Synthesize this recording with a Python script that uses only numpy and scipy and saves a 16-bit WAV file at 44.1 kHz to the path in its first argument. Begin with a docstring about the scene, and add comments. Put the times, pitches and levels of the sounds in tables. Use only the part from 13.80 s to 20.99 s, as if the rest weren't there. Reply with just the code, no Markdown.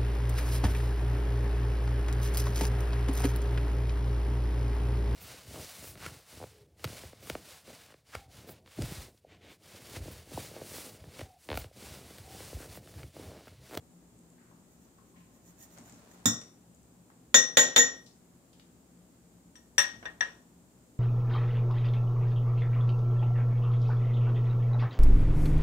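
"""A bathroom sink in a small hard room, with a low ventilation hum and faint microphone hiss.
Powder shaken from a steel measuring cup hisses along the steel and patters into the basin.
Four knocks on the tap empty the cup: each clicks, rings the cup's modes and clanks tap and basin.
Set down on the counter, the cup clinks and rocks twice with a duller ring.
Basin and room answer every contact."""
import sys
import numpy as np
from scipy import signal
from scipy.fft import rfft, irfft, next_fast_len
from scipy.io import wavfile
from scipy.ndimage import map_coordinates

SR = 44100
rng = np.random.default_rng(int(sys.argv[2]) if len(sys.argv) > 2 else 0)


def to_wav(s):
    """Save 16-bit WAV."""
    ch = np.atleast_2d(s).T  # columns
    pcm = np.round(np.clip(ch, -1, 1) * 32767)  # PCM
    wavfile.write(sys.argv[1], SR, pcm.astype(np.int16))


N = 317114
EVENT_N = int(SR * .6)
AGE_S = np.arange(EVENT_N) / SR


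def amp(db):
    """Decibels to gain."""
    return 10 ** (np.asarray(db) / 20)


def unit(x):
    """Scale to rms 1."""
    return x / np.sqrt(np.mean(x ** 2) + 1e-20)


def along(points, hz):
    """Interpolate (Hz, value) points on a log axis."""
    point_hz, values = np.transpose(points)
    return np.interp(np.log(hz + 1), np.log(point_hz + 1), values)


def tilted(spectrum, db_per_octave):
    """A colour (Hz to dB) sloped about 3 kHz."""
    return lambda hz: spectrum(hz) + db_per_octave * np.log2(np.clip(hz, 500, 10000) / 3000)


def band(centre_hz, octaves):
    """Colour of one band, 3 dB down at +/- octaves."""
    return lambda hz: -10 * np.log10(1 + (np.log2((hz + 1) / centre_hz) / octaves) ** 4)


def fade(t60_s):
    """Exponential decay, 60 dB down at t60_s."""
    return np.exp(-np.log(1000) * AGE_S / t60_s)


def pan(db):
    """Left and right gains of mean power 1."""
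    gains = amp(np.array([db, -db]) / 2)
    return gains / np.sqrt(np.mean(gains ** 2, axis=0))


def add(track, start_s, sound):
    """Mix a sound in at start_s."""
    part = track[:, round(start_s * SR):][:, :sound.shape[-1]]
    part += sound[..., :part.shape[-1]]


def filtered(x, response):
    """Apply a frequency-dependent gain."""
    size = x.shape[-1]
    padded = next_fast_len(size + 8192)
    return irfft(rfft(x, padded) * response(np.fft.rfftfreq(padded, 1 / SR)), padded)[..., :size]


def wobble(rate_hz):
    """Two smooth random curves."""
    knots = rng.standard_normal((2, int(EVENT_N * rate_hz / SR) + 4))
    position = np.arange(EVENT_N) * rate_hz / SR
    return np.array([map_coordinates(row, [position], mode="nearest") for row in knots])


# Each row: frequency in Hz, left-right correlation 0-1.
COHERENCE = [(100, 0.94), (300, .9), (700, .55), (1400, 0), (5000, 0)]

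def noise(size, colour):
    """Stereo noise of rms 1: alike in the bass, unrelated in the treble."""
    def mid_side_gains(hz):
        angle = np.arccos(np.clip(along(COHERENCE, hz), -1, 1)) / 2
        return amp(colour(hz)) * [np.cos(angle), np.sin(angle)]
    mid, side = filtered(rng.standard_normal((2, size)), mid_side_gains)
    return unit(np.array([mid + side, mid - side]))


def ring(modes, flutter_hz, weight_db=np.zeros_like, damping_db_per_s=0):
    """Decaying modes; reflections arriving out of step make each waver in level and phase."""
    out = np.zeros((2, EVENT_N))
    for hz, db, t60_s, rise_s, pan_db, waver in modes:
        alike = np.clip(along(COHERENCE, hz), 0, 1)
        left, other = (wobble(flutter_hz) + 1j * wobble(flutter_hz)) / np.sqrt(2)
        diffuse = np.array([left, alike * left + np.sqrt(1 - alike ** 2) * other])
        # short waves reach the two microphones out of step
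        direct = np.exp(1j * (rng.uniform(0, 2 * np.pi) + np.arccos(alike) * np.array([[0], [1]])))
        phasor = np.sqrt(1 - waver ** 2) * direct + waver * diffuse
        tone = (phasor * np.exp(2j * np.pi * hz * AGE_S)).real
        damping = amp(-damping_db_per_s * (hz / 6000) ** 2 * AGE_S)
        envelope = fade(t60_s) * damping * (1 - np.exp(-AGE_S / rise_s))
        out += amp(db + weight_db(hz)) * pan(pan_db)[:, None] * envelope * tone
    return out


# Each row: frequency in Hz, room T60 in seconds.
ROOM_DECAY = [(100, 0.94), (500, 0.56), (2000, 0.33), (6000, 0.39), (14000, 0.073)]

def room_tail(colour):
    """Dense reflections; the treble dies first."""
    hz, t, spectra = signal.stft(noise(EVENT_N, colour), SR, nperseg=256)
    decay = np.exp(-np.log(1000) * t / along(ROOM_DECAY, hz)[:, None])
    return signal.istft(spectra * decay, SR, nperseg=256)[1][:, :EVENT_N]


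def in_room(sound, wet_db):
    """A sound plus its reverberation."""
    tail = unit(room_tail(np.zeros_like)) / np.sqrt(EVENT_N)
    return sound + amp(wet_db) * signal.fftconvolve(sound, tail, axes=1)[:, :EVENT_N]


def puff(colour, t60_s):
    """A noise burst in the room."""
    return in_room(noise(EVENT_N, colour) * fade(t60_s), wet_db=-2) * pan(3)[:, None]


# Each row: frequency in Hz, left over right in dB.
BALANCE = [(100, 1.5), (380, 1.5), (1300, 3), (2400, 0.5), (5000, 4), (6800, -3), (8300, -8),
           (15000, -11.5)]

def placed(sound):
    """Pan by frequency: lows and mids left, top treble right."""
    return filtered(sound, lambda hz: pan(along(BALANCE, hz)))


def contact(colour, crack_t60_s, basin_db, room_db):
    """A hard click, its quick echoes in the basin, then the room."""
    crack = noise(EVENT_N, colour) * fade(crack_t60_s) * (1 - fade(0.00299))
    basin = noise(EVENT_N, colour) * fade(0.11) * (1 - fade(0.006))
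    room = room_tail(colour) * (1 - fade(0.045))
    return placed(crack + amp(basin_db) * basin + amp(room_db) * room)


# Each row: frequency in Hz, relative density in dB.
HUM_SPECTRUM = [(20, -6.5), (40, -14.5), (62, -1), (90, -9.5), (125, -0.5), (150, -12), (174, 6.5),
                (198, -6.5), (235, 0), (290, -5.5), (450, -12), (800, -17.5), (1600, -25.5), (4000, -36)]
HISS_SPECTRUM = [(500, -20), (2000, -12.5), (4200, -10), (6000, -9), (7100, 0), (8200, -2.5), (9500, -9.5),
                 (12000, -13.5), (15300, -10.5), (15800, -40.5)]

def background():
    """Low ventilation hum and microphone hiss."""
    hum = amp(-59.5) * noise(N, lambda hz: along(HUM_SPECTRUM, hz)) * pan(2.2)[:, None]
    hiss = amp(-69.5) * noise(N, lambda hz: along(HISS_SPECTRUM, hz)) * pan(-.5)[:, None]
    return hum + hiss


# Each row: start in seconds, level in dB, centre in Hz, half-width in octaves, T60 in seconds.
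FAINT_NOISES = [(.58, -71, 1440, 0.48, .86), (.71, -59.5, 1050, 0.22, .093), (1.183, -60, 1120, 0.27, .08),
                (1.342, -67, 1057, 0.038, 0.66), (1.36, -67.5, 2190, 0.42, 0.45),
                (3.301, -52.5, 997, 0.54, 0.02), (4.262, -56.5, 4900, 0.45, 0.12),
                (4.73, -62, 3996, 0.65, .08), (4.797, -51, 2920, .59, 0.019)]

def faint_noises():
    """Faint rubs and bumps of handling, and a narrow ring near 1 kHz, perhaps from the drain."""
    out = np.zeros((2, N))
    for start_s, db, centre_hz, octaves, t60_s in FAINT_NOISES:
        add(out, start_s, amp(db) * puff(band(centre_hz, octaves), t60_s))
    return out


# Each row: start in seconds, level in dB, tilt in dB per octave.
CLUMP_BREAKS = [(1.985, -49.5, .5), (2.059, -56.5, -4.5), (2.096, -52, 0), (2.123, -52, 1),
                (2.143, -57, 1.5), (2.314, -54, -5.5), (2.345, -55, -6), (2.615, -43.5, -2.5)]
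# Each row: frequency in Hz, relative density in dB.
CLUMP_SPECTRUM = [(200, -7), (1000, -3), (3000, -4), (5000, -5), (7500, 9), (10000, -14), (15000, -25.5)]
# Each row: start in seconds, length in seconds.
CRUMB_FLURRIES = [(0.367, .14), (2.928, .14)]

def crumbs():
    """Clumps break on the basin; loose crumbs tick at random, three to a flurry."""
    out = np.zeros((2, N))
    for start_s, db, tilt in CLUMP_BREAKS:
        colour = tilted(lambda hz: along(CLUMP_SPECTRUM, hz), tilt)
        add(out, start_s, amp(db) * puff(colour, t60_s=0.0235))
    for start_s, length_s in CRUMB_FLURRIES:
        for tick_s in start_s + length_s * rng.random(size=3):
            db = rng.normal(-60, 1.5)
            add(out, tick_s, amp(db) * puff(band(centre_hz=7600, octaves=0.17), t60_s=0.014))
    return out


def grainy(spectrum, grain_db, rate_hz):
    """Noise whose level varies from grain to grain."""
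    grains = rng.standard_normal(int(N * rate_hz / SR) + 4)
    sizes = map_coordinates(grains, [np.arange(N) * rate_hz / SR], order=1)
    return unit(noise(N, lambda hz: along(spectrum, hz)) * amp(grain_db * sizes))


# One slip of powder per shake, about eight a second. Each row: peak time in seconds, level in dB.
SLIPS = [(.93, -70), (1.035, -70), (1.29, -73), (1.41, -74), (1.552, -70), (1.685, -61), (1.827, -54),
         (1.936, -61.5), (2.074, -62), (2.19, -70), (2.325, -63.5)]

def powder_flow():
    """Gains of powder leaving and landing; a stream builds under the slips until the first knock."""
    slip_width_s, fall_s = 0.026, 0.15
    land_db, land_rise_s, land_decay_s = -2.5, 0.0117, .04
    stream_db, stream_start_s, stream_rise_s = -63, 1.55, 0.52
    t = np.arange(N) / SR
    leaving, landing = np.zeros(N), np.zeros(N)
    for peak_s, db in SLIPS:
        leaving += amp(db) * np.exp(-((t - peak_s) / slip_width_s) ** 2 / 2)
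        landed_s = t - peak_s - fall_s
        swell = np.exp(-np.maximum(landed_s / land_decay_s, -landed_s / land_rise_s))
        landing += amp(db + land_db) * swell
    stream = amp(stream_db) * np.clip((t - stream_start_s) / stream_rise_s, 0, 1) * (t < KNOCKS[0][0])
    return leaving, np.hypot(landing, stream)


# The cup's five main mode frequencies in Hz.
CUP_MAIN_HZ = [1872, 3610, 5722, 5810, 6864]
# Each row: frequency in Hz, relative density in dB.
SLIDE_SPECTRUM = [(1200, -24.5), (2600, -11), (5000, -10.5), (6500, 1), (8500, -2.5), (11000, -8),
                  (14500, 1), (16000, -11)]
PATTER_SPECTRUM = [(150, -10.5), (600, 3), (1500, -2.5), (3000, -10.5), (7000, -10.5), (14000, -21)]

def powder():
    """Powder hisses along the steel, exciting its modes, and patters into the basin."""
    def steel(hz):
        peaks = zip(CUP_MAIN_HZ, [24, 2, 3, 5.8, 12])
        return 1 + sum(amp(db) / (1 + ((hz - mode_hz) / 40) ** 2) for mode_hz, db in peaks)
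    leaving, landing = powder_flow()
    slide = leaving * unit(filtered(grainy(SLIDE_SPECTRUM, grain_db=2.5, rate_hz=820), steel))
    patter = landing * grainy(PATTER_SPECTRUM, grain_db=3.0, rate_hz=480)
    return placed(slide + patter)


# Each row: start in seconds, level in dB.
SINK_BLOWS = [(1.991, -47.5), (2.06, -52.5), (2.126, -50.5), (2.4566, -19.5), (3.544, -38), (3.772, -35),
              (3.961, -36.5), (5.982, -45.5), (6.138, -47), (6.158, -50)]
# Each row: frequency in Hz, level in dB, T60 and rise in seconds, left over right in dB, waver 0-1.
SINK_MODES = [(109, -4.5, 0.25, .02, 0, .5), (127, -9.5, .28, 0.0042, 0.5, .6),
              (175.9, -10, .22, 0.0023, -2, 0.3), (225, -6, .33, 0.0033, -0.5, .6),
              (248.7, -4.5, 0.096, 0.00089, -2, 0.51), (286.9, -7.5, 0.22, 0.0014, 0.5, 0.1)]

def sink_thuds():
    """Dull blows reach the sink body, which booms briefly."""
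    out = np.zeros((2, N))
    for start_s, db in SINK_BLOWS:
        add(out, start_s, amp(db) * ring(SINK_MODES, flutter_hz=41))
    return out


# Each row: start in seconds, contact level in dB, tilt in dB per octave, ring level in dB,
# extra damping at 6 kHz in dB per second.
COUNTER_CONTACTS = [(5.755, -51, 4.5, -57, -3), (5.9802, -14.5, 2, -16, -12),
                    (6.227, -40.5, -7, -61.5, 305), (6.2548, -33.5, -4, -32.5, 800),
                    (6.4076, -24.5, -1.5, -19, 1500)]
# Each row: frequency in Hz, relative density in dB.
COUNTER_CLICK_SPECTRUM = [(40, -12), (200, -12.5), (600, -7), (1300, -2.5), (1780, 6), (2100, -1.5),
                          (3400, -2.5), (4600, -12), (5750, -10.5), (6600, -13.5), (8400, -12),
                          (9300, -22.5), (15000, -32)]
# Each row: frequency in Hz, level in dB, T60 and rise in seconds, left over right in dB, waver 0-1.
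COUNTER_MODES = [(570, -25, 0.28, .003, 4, 0.3), (773, -30, 0.4, .003, 3, 0.4),
                 (862, -26.5, 0.23, 0.0015, 11.5, 0.2), (1002, -17.5, 0.22, 0.0018, 0, 0.5),
                 (1317, -19.5, .22, 0.00218, 13.5, 0.2), (1560, -19.5, .2, .002, 11, .4)]
RESTING_CUP_MODES = [(1694, -6.5, .19, .001, 7, .4), (1830, -2, .2, .001, 5, .5),
                     (1870, -4.5, .3, .001, 6, .4), (5688, -3, .16, .001, 8, .55),
                     (5790, -2, .15, .001, 10, .5), (2745, -13, .15, .001, 1, .6),
                     (3130, -16, .15, .001, 6, .5), (3520, -8.5, .14, .001, 8, .6),
                     (3630, -13, .2, .001, 7, .5), (6840, -22, .17, .001, 0, .6),
                     (8410, -15, .18, .002, -7, .85), (10090, -22, .17, .001, -7, .9),
                     (11450, -32, .17, .001, -7, .9), (12780, -35, .23, .001, -8, .9),
                     (13450, -35, .23, .001, -8, .9), (14390, -34, .23, .001, -8, .9),
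                     (15350, -35, .23, .001, -8, .9)]

def cup_on_counter():
    """The cup lands and rocks; the rocking is duller, as the counter damps the high modes."""
    out = np.zeros((2, N))
    for start_s, db, tilt, ring_db, damping_db_per_s in COUNTER_CONTACTS:
        colour = tilted(lambda hz: along(COUNTER_CLICK_SPECTRUM, hz), tilt)
        click = contact(colour, crack_t60_s=0.016, basin_db=-6.5, room_db=-14)
        slab = ring(COUNTER_MODES, flutter_hz=50)
        weight_db = lambda hz: ring_db + tilt * np.log2(hz / CUP_MAIN_HZ[0])
        cup = ring(RESTING_CUP_MODES, flutter_hz=130, weight_db=weight_db,
                   damping_db_per_s=max(damping_db_per_s, 0))
        add(out, start_s, amp(db) * (click + slab) + in_room(cup, wet_db=-15.5))
    return out


# Four knocks, two rebounds. Each row: start in seconds, contact level in dB, powder load 0-1,
# then a gain in dB for each of the five main modes.
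KNOCKS = [(2.4565, -13.5, 1, -32, -26, -23.5, -21, -17.5), (3.5426, -10.5, 0.18, -13, -13.5, -21, -7.5, -7),
          (3.7702, -8.5, 0.031, -15, -15.5, -15.5, -22, -12),
          (3.7900, -24, 0, -29.5, -28, -42, -37.5, -9.5), (3.9612, -12, 0.095, -15, -16.5, -12.5, -31, -19),
          (3.9760, -16, 0.025, -9.5, -34.5, -42, -42, -4.5)]
# Each row: frequency in Hz, relative density in dB.
LADEN_CLICK_SPECTRUM = [(50, -38), (150, -7.5), (420, -9), (900, -12.5), (1300, -2), (2100, -16.5),
                        (3100, -18.5), (3600, 3.5), (4300, -20.5), (5000, -13.5), (5450, 3.5),
                        (6150, -17.5), (7000, 3.5), (8600, -12.5), (11000, -27.5), (14800, -14)]
EMPTY_CLICK_SPECTRUM = [(45, -47.5), (110, -17), (330, -9), (490, -3), (900, -10), (1800, -1), (2600, -8.5),
                        (3550, 1), (4500, -13), (6000, -11.5), (6900, -0.5), (8000, -20), (11000, -34.5),
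                        (14500, -25.5)]
# Each row: frequency in Hz, level in dB, T60 and rise in seconds, left over right in dB, waver 0-1.
TAP_BASIN_MODES = [(260, -23.5, 0.41, 0.0064, 1, 0.2), (484, -16, 0.27, 0.0017, 3.5, 0.9),
                   (523, -21.5, 0.33, 0.0026, 0.5, .3), (592, -21, .33, 0.0023, 2, 0),
                   (692, -25, 0.23, 0.0033, 3, .3), (864, -23, 0.23, 0.00093, 6, 0),
                   (1572, -17.5, .24, 0.0023, 4.5, 0.47), (1720, -25.5, .2, 0.0022, 3, .6)]
FREE_CUP_MODES = [(1875, 0, .32, .006, 8, .4), (3615, -2, .28, .001, 7, .45), (6864, -1, .22, .005, 1, .35),
                  (5723, -3.5, .35, .025, 3, .15), (5810, -3.5, .35, .02, 8, .15),
                  (3470, -8, .17, .001, 5, .7), (3815, -14, .18, .001, 6, .7),
                  (5400, -20, .18, .001, 6, .8), (6570, -17, .19, .002, 6, .9),
                  (7245, -21, .16, .002, -2, .8), (8467, -23, .26, .002, -8, .3),
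                  (8940, -28, .18, .001, -4, .9), (10170, -27, .17, .001, -9, .9),
                  (11500, -32, .19, .001, -9, .8), (12290, -25, .18, .001, -9, .8),
                  (12770, -26, .18, .001, -9, .85), (13655, -27, .17, .001, -9, .85),
                  (14400, -28, .18, .001, -10, .85), (14530, -29, .18, .001, -10, .85),
                  (15080, -25, .19, .001, -10, .75)]

def cup_on_tap():
    """Tap and basin clank and the cup rings freely; the spot struck decides which modes speak."""
    out = np.zeros((2, N))
    for start_s, db, load, *main_db in KNOCKS:
        def colour(hz):
            return load * along(LADEN_CLICK_SPECTRUM, hz) + (1 - load) * along(EMPTY_CLICK_SPECTRUM, hz)
        click = contact(tilted(colour, 0.5), crack_t60_s=0.03, basin_db=-6, room_db=-13)
        clank = amp(-14 * load) * ring(TAP_BASIN_MODES, flutter_hz=41)
        # overtones above the main modes follow the strength of the blow
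        weight_db = lambda hz: np.interp(hz, CUP_MAIN_HZ + [8400], main_db + [db])
        cup = ring(FREE_CUP_MODES, flutter_hz=140, weight_db=weight_db)
        add(out, start_s, amp(db) * (click + clank) + cup)
    return out


def scene():
    """Everything heard at the sink."""
    cup = cup_on_tap() + cup_on_counter()
    return cup + sink_thuds() + faint_noises() + crumbs() + powder() + background()


def record(dry):
    """The recorder thins the deepest bass, rounds the highest peaks and limits the band."""
    low_cut_hz, ceiling, top_hz = 45, .95, 15700
    thinned = signal.sosfilt(signal.butter(2, low_cut_hz, "highpass", fs=SR, output="sos"), dry)
    rounded = thinned / (1 + np.abs(thinned / ceiling) ** 6) ** (1 / 6)
    return filtered(rounded, lambda hz: 1 / np.sqrt(1 + (hz / top_hz) ** 160))


dry = scene()
out = record(dry)
to_wav(out)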